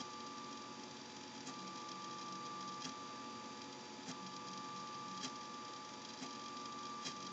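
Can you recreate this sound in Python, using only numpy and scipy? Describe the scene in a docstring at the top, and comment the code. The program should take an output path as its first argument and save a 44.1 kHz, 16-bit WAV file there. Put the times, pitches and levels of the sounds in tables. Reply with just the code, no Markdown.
"""Desktop 3D printer laying diagonal lines.

The steppers whine and drone through the frame on every stroke. Loose bearings chatter on the rods,
and each reversal shakes the frame with a thud and a short rattle. A small cooling fan hums
throughout. The sound is close and narrow in band."""
import sys
import numpy as np
from scipy.fft import rfft, irfft, next_fast_len
from scipy.io import wavfile
from scipy.ndimage import map_coordinates

SR = 44100
rng = np.random.default_rng(int(sys.argv[2]) if len(sys.argv) > 2 else 0)


def digitize_waveform(pressure):
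    """Quantize a signal to 16-bit integers and store it at the path in sys.argv[1].

    Rows of a 2-D input are taken as channels; values are limited to [-1, 1].
    """
    field = np.atleast_2d(pressure).T
    bounded = np.clip(field, -1, 1)
    quanta = np.round(bounded * 32767).astype(np.int16)
    wavfile.write(sys.argv[1], SR, quanta)


N = 322810

TRAVEL_HZ, FEED_HZ = 23.558, 45.72  # base rates of the travel motors and the filament feed
SHUDDER_HZ = 3 * TRAVEL_HZ  # carriage vibration


def amp(db):
    """Decibels to gain."""
    return 10 ** (np.asarray(db) / 20)


def unit(x):
    """Scale to rms 1."""
    return x / np.sqrt(np.mean(x ** 2) + 1e-20)


def clock():
    """Sample times in seconds."""
    return np.arange(N) / SR


def wobble(rate_hz):
    """Smooth random curve, rate_hz knots a second."""
    knots = rng.standard_normal(int(N * rate_hz / SR) + 4)
    coarse = np.arange(0, N + 64, 64)
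    return np.interp(np.arange(N), coarse, map_coordinates(knots, [coarse * rate_hz / SR]))


def filtered(x, response):
    """Apply a complex frequency response."""
    size = next_fast_len(N + SR // 2)
    return irfft(rfft(x, size) * response(np.fft.rfftfreq(size, 1 / SR)), size)[:N]


def coloured(x, points):
    """Apply a gain curve through (Hz, dB) points."""
    hz, db = np.transpose(points)
    return filtered(x, lambda f: amp(np.interp(np.log(f + 1), np.log(hz), db)))


def resonance(f, centre_hz, width_hz):
    """Second-order band-pass response."""
    return 1j * f * width_hz / (centre_hz ** 2 - f * f + 1j * f * width_hz)


def ringing(x, modes):
    """Apply parallel (Hz, width Hz, dB) resonances of alternating sign."""
    return filtered(x, lambda f: sum((-1) ** k * amp(db) * resonance(f, hz, width_hz)
                                     for k, (hz, width_hz, db) in enumerate(modes)))


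def tone(hz, flutter_db, flutter_hz, jitter_rad):
    """Partial of rms about 1, wavering in level and phase."""
    cycles = np.cumsum(np.broadcast_to(hz, N)) / SR + rng.random()
    phase = 2 * np.pi * cycles + jitter_rad * wobble(flutter_hz)
    return np.sqrt(2) * np.sin(phase) * amp(flutter_db * wobble(flutter_hz))


def contacts(rate_hz):
    """Sparse tiny impacts of random size, rms 1."""
    return unit((rng.random(N) < rate_hz / SR) * rng.standard_normal(N))


def strokes(pause_s=.036, ramp_s=.014):
    """Per sample: a run gate that drops to 0 just before each stroke, and the stroke's settings."""
    # Carriage strokes. Each row: start in seconds, early and late whine in dB, midpoint and time
    # constant of that change in seconds, hum in dB, beat in Hz, feed and belt base levels in dB,
    # belt tilt in dB per octave, frame murmur in dB, light tick strength in dB.
    moves = np.array([(-0.1, -53, -73, .82, .11, -75, 2.8, -63, -81, -7, -61, -58),
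                      (1.483, -54, -48.5, 2.16, 0.29, -62, 2.98, -76, -62, 1.5, -60, -56.5),
                      (2.862, -53, -74, 3.7, 0.11, -72.5, 3, -63.5, -78, 0, -59.5, -62),
                      (4.107, -56, -50, 4.47, 0.13, -60, 3.46, -66.5, -67.5, -5.5, -62.5, -57.5),
                      (5.252, -52.5, -61.5, 5.91, .08, -73.5, 3, -70, -71.5, 0, -59, -56),
                      (6.24, -55, -50, 6.4, 0.096, -75, 2.3, -63, -80, -1, -60, -55.5),
                      (7.075, -51.5, -52.6, 7.2, .1, -61.5, 1.7, -63.5, -72, -7, -60, -52)])
    t, starts_s = clock(), moves[1:, 0]
    halted = sum(np.clip(np.minimum(t - s + pause_s, s - t) / ramp_s + .5, 0, 1) for s in starts_s)
    return 1 - halted, moves[np.searchsorted(starts_s, t)].T


def rods(blows, crack_db):
    """Impacts ring the rods, with a bare contact crack on top; power is kept."""
    # Rod and carriage modes. Each row: centre in Hz, width in Hz, relative gain in dB.
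    modes = [(1747, 310, -9), (2030, 450, -15.5), (2450, 130, -5.5), (2740, 560, -14), (3244, 205, 1.5),
             (4029, 240, 0), (4915, 620, 0.5), (5200, 210, -2.5), (5400, 360, 0), (5746, 220, 1),
             (6125, 350, -3), (6540, 330, -5), (7290, 430, -17)]
    # Bare contact spectrum. Each row: frequency in Hz, relative level in dB.
    crack_spectrum = [(100, -41), (300, -4.5), (700, -6), (1300, -5.5), (2500, 3.5), (6500, -15.5),
                      (7400, -3), (8200, -1.5)]
    ring = filtered(blows, lambda f: sum(amp(db) * resonance(f, hz, width_hz) ** 2
                                         for hz, width_hz, db in modes))
    crack = amp(crack_db) * unit(coloured(blows, crack_spectrum))
    return unit(unit(ring) + crack) * np.std(blows)


def fan(blades=7, tone_gain_db=-.8, air_db=-56.5):
    """Cooling fan: blade tones over a steady rush of air."""
    # Fan drift. 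Each row: time in seconds, blade-pass rate in Hz, base level in dB.
    drift = [(0.2, 861, -59), (0.47, 856.6, -61), (3.88, 857.5, -59), (4.55, 859, -59),
             (6.48, 856.1, -60.5), (7.2, 855.2, -62)]
    # Fan partials. Each row: multiple of the rotation rate, relative level in dB.
    orders = [(1, -13), (2, -25), (4, -6.5), (7, 0.5), (14, -12.5), (21, -19.5)]
    # Air rush spectrum. Each row: frequency in Hz, relative level in dB.
    air_spectrum = [(26, -64.5), (45, -22.5), (216, -2), (776, -11.5), (848, -6.5), (1080, -9.5),
                    (1180, -7), (1540, -13.5), (3980, -16), (4250, -18.5), (4740, -15), (6900, -18),
                    (7380, -22), (7880, -35), (8800, -49), (11400, -80), (19400, -120)]
    times_s, *columns = np.transpose(drift)
    blade_hz, base_db = (np.interp(clock(), times_s, column) for column in columns)
    tones = sum(amp(tone_gain_db + base_db + db)
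                * tone(k * blade_hz / blades, flutter_db=.4, flutter_hz=18, jitter_rad=.06)
                for k, db in orders)
    return tones + amp(air_db) * unit(coloured(rng.standard_normal(N), air_spectrum))


def rolling_bearings(sizzle_db=-64):
    """Rolling bearings keep the frame murmuring and the rods sizzling in time with the motors."""
    # Frame and bed modes. Each row: centre in Hz, width in Hz, relative gain in dB.
    frame_modes = [(139, 20, -11.5), (216.8, 18, -5.5), (258, 39, -1), (308, 20, -11), (463, 68, -14.5),
                   (672, 180, -17.5), (964, 37, -16), (1780, 86, -19.5), (2503, 73, -26.5)]
    t = clock()
    _, (*_, murmur_db, _) = strokes()
    murmur = amp(murmur_db) * unit(ringing(rng.standard_normal(N), frame_modes))
    pulsing = 1 + .7 * np.sin(2 * np.pi * SHUDDER_HZ * t) + .5 * np.sin(2 * np.pi * FEED_HZ * t)
    sizzle = rods(contacts(rate_hz=4000) * pulsing, crack_db=3)
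    return murmur + amp(sizzle_db) * unit(sizzle)


def light_ticks(hz, chance, phase_cycles=.35, spread_db=1.1):
    """Rows of (seconds, dB): a vibration now and then throws a bearing, at one point in its cycle."""
    _, (*_, tick_db) = strokes()
    times_s = (np.arange(int(N / SR * hz) - 1) + phase_cycles) / hz
    db = tick_db[(times_s * SR).astype(int)] + spread_db * rng.standard_normal(len(times_s))
    return np.c_[times_s, db][rng.random(len(times_s)) < chance]


def chatter(bounce_s=.0024, rebound=.59, grit_db=-25, grit_decay_s=.005, rms_span_s=.008):
    """A loose bearing strikes, rebounds three times and buzzes out: hard ticks among light ones."""
    # Hard bearing ticks. Each row: start in seconds, relative level in dB.
    hard_ticks = [(0.133, -43), (0.2643, -41.5), (0.381, -43.5), (0.442, -44.5), (0.5274, -41),
                  (0.5723, -42.5), (0.8346, -42), (0.9676, -44), (1.0984, -44), (1.4058, -41),
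                  (1.6763, -39.5), (1.7577, -41.5), (1.8877, -41), (1.9165, -39), (2.0433, -39.5),
                  (2.1102, -41), (2.324, -41), (2.4642, -40), (2.608, -40.5), (2.6256, -43.5),
                  (2.6897, -40.5), (2.82, -38), (2.8918, -38), (3.6177, -39), (3.727, -41), (4.1126, -36),
                  (4.264, -40), (4.3641, -39.5), (4.4844, -39), (4.5328, -40), (4.5752, -38),
                  (4.7624, -42.5), (5.1753, -38.5), (5.3567, -41.5), (5.6494, -42), (5.681, -43.5),
                  (5.9364, -42.5), (6.049, -38), (6.0922, -42), (6.1362, -40), (6.2622, -39.5),
                  (6.329, -40), (6.4597, -40.5), (6.5685, -39), (6.8532, -39.5), (7.2654, -38.5)]
    ticks = np.vstack([np.array(hard_ticks) - [0, 12],  # less a 12 dB crest factor
                       light_ticks(FEED_HZ, chance=.22),
                       light_ticks(SHUDDER_HZ, chance=.15)])
    fade = np.exp(-clock()[:SR // 16] / grit_decay_s)
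    blows = np.zeros(N + SR)
    for start_s, db in ticks:
        gaps_s = bounce_s * rng.uniform(.6, 1.5, size=3)
        strikes = (np.r_[0, np.cumsum(gaps_s)] * SR).astype(int)
        tick = amp(grit_db) * fade * rng.standard_normal(len(fade))
        tick[strikes] += rebound ** np.arange(4) * rng.choice([-1, 1], size=4)
        tick *= np.sqrt(rms_span_s * SR) / np.linalg.norm(tick)
        blows[int(start_s * SR):][:len(tick)] += amp(db) * tick
    return rods(blows[:N], crack_db=-9)


def reversals(thud_sigma_s=.017, bed_hz=258):
    """Each change of direction jolts the bed at its resonance and rattles the loose parts."""
    # Reversals. Each row: time in seconds, rattle in dB, rise and decay constant in seconds,
    # snap in dB, thud in dB, thud lag in seconds. Levels are before the mix gains.
    turns = [(.002, -47, 0.011, -67, -47.5, 0.0039), (1.475, -52.5, 0.012, -52, -46.5, 0.016),
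             (2.853, -47, 0.015, -68, -46, 0.016), (4.093, -51.5, 0.018, -55, -45, .004),
             (5.245, -41.5, 0.014, -52.5, -45, 0.011), (6.229, -49.5, 0.01, -54, -45.5, 0.0045),
             (7.071, -43.5, 0.023, -56, -47, 0.0059)]
    # Hard, bright contact mode. One row: centre in Hz, width in Hz, relative gain in dB.
    snap_modes = [(6560, 1500, 0)]
    # Dull knock spectrum. Each row: frequency in Hz, relative level in dB.
    knock_spectrum = [(80, -17.5), (170, 5.5), (260, -12), (420, -3.5), (560, -15), (720, -6.5),
                      (1100, -14.5), (2000, -14), (4000, -23)]
    t = clock()
    rattle_env, snap_env, knock_env, thud = np.zeros((4, N))
    for time_s, rattle_db, tau_s, snap_db, thud_db, lag_s in turns:
        burst = np.exp(-np.abs(t - time_s) / tau_s)
        swell = amp(thud_db) * np.exp(-.5 * ((t - time_s - lag_s) / thud_sigma_s) ** 2)
        rattle_env += amp(rattle_db) * burst
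        snap_env += amp(snap_db) * burst
        knock_env += swell
        thud += swell * np.sin(2 * np.pi * bed_hz * (t - time_s))
    grit = contacts(rate_hz=1500) + .5 * rng.standard_normal(N)
    rattle = rods(rattle_env * grit, crack_db=-2.5)
    snap = snap_env * unit(ringing(contacts(rate_hz=1500), snap_modes))
    knock = knock_env * unit(coloured(rng.standard_normal(N), knock_spectrum))
    return amp(1.5) * (rattle + thud) + snap + amp(-3.5) * knock


def steppers(whine_order=50, hum_order=8, second_motor_gain=.47):
    """Stepping whine swells or fades once a stroke; two motors' hums beat; belts and feed drone."""
    # Stepping overtones and sidebands. Each row: multiple of the travel rate, level in dB.
    step_orders = [(9, -71.5), (12, -74), (15, -67.5), (41, -68.5), (42, -78), (44, -75.5), (53, -74.5),
                   (100, -73), (150, -72.5), (153, -76), (165, -74.5), (194, -77), (197, -77), (200, -68.5),
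                   (250, -76), (300, -82.5)]
    # Belt partials. Each row: multiple of the travel rate, relative level in dB.
    belt_orders = [(6, -3), (10, -7), (11, -7.5), (14, -0.5), (16, -9), (32, -18)]
    # Filament feed partials. Each row: multiple of the feed rate, relative level in dB.
    feed_orders = [(2, -13.5), (3, -10), (5, 1), (6, 1.5), (7, -9.5), (8, -0.5)]
    t = clock()
    running, stroke = strokes()
    start_s, early_db, late_db, middle_s, tau_s, hum_db, beat_hz, feed_db, belt_db, tilt_db, *_ = stroke

    change = .5 + .5 * np.tanh(.5 * (t - middle_s) / tau_s)
    whine = tone(whine_order * TRAVEL_HZ, flutter_db=.5, flutter_hz=14, jitter_rad=.03)
    whine *= amp(early_db + (late_db - early_db) * change)
    whine *= running + .18 * (1 - running)  # the frame rings on through each reversal

    hum = tone(hum_order * TRAVEL_HZ, flutter_db=2.5, flutter_hz=16, jitter_rad=.12)
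    hum *= amp(hum_db) * np.abs(1 - second_motor_gain * np.exp(2j * np.pi * beat_hz * (t - start_s)))

    overtone = lambda k: tone(k * TRAVEL_HZ, flutter_db=.8, flutter_hz=14, jitter_rad=.13)
    steps = sum(amp(db) * overtone(k) for k, db in step_orders)
    belt = sum(amp(belt_db + db + tilt_db * np.log2(k * TRAVEL_HZ / 250)) * overtone(k)
               for k, db in belt_orders)
    feed = sum(amp(feed_db + db) * tone(k * FEED_HZ, flutter_db=1.3, flutter_hz=8.2, jitter_rad=.12)
               for k, db in feed_orders)
    return whine + hum + running * (steps + belt + feed)


def scene():
    """The whole printer from just in front of the bed, mono."""
    return (steppers() + fan() + rolling_bearings() + reversals() + chatter())[None]


def record(dry):
    """Overall band limit: deep bass is thinned; treble falls away above 7 kHz and ends at 9 kHz."""
    # Output response. Each row: frequency in Hz, gain in dB.
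    response = [(20, -23.5), (50, -15), (90, -3), (6800, 1.5), (7300, 1), (7800, -11), (8500, -16),
                (9000, -24.5)]
    cutoff_hz = 9010
    return filtered(coloured(dry[0], response), lambda hz: hz < cutoff_hz)[None]


dry = scene()
out = record(dry)
digitize_waveform(out)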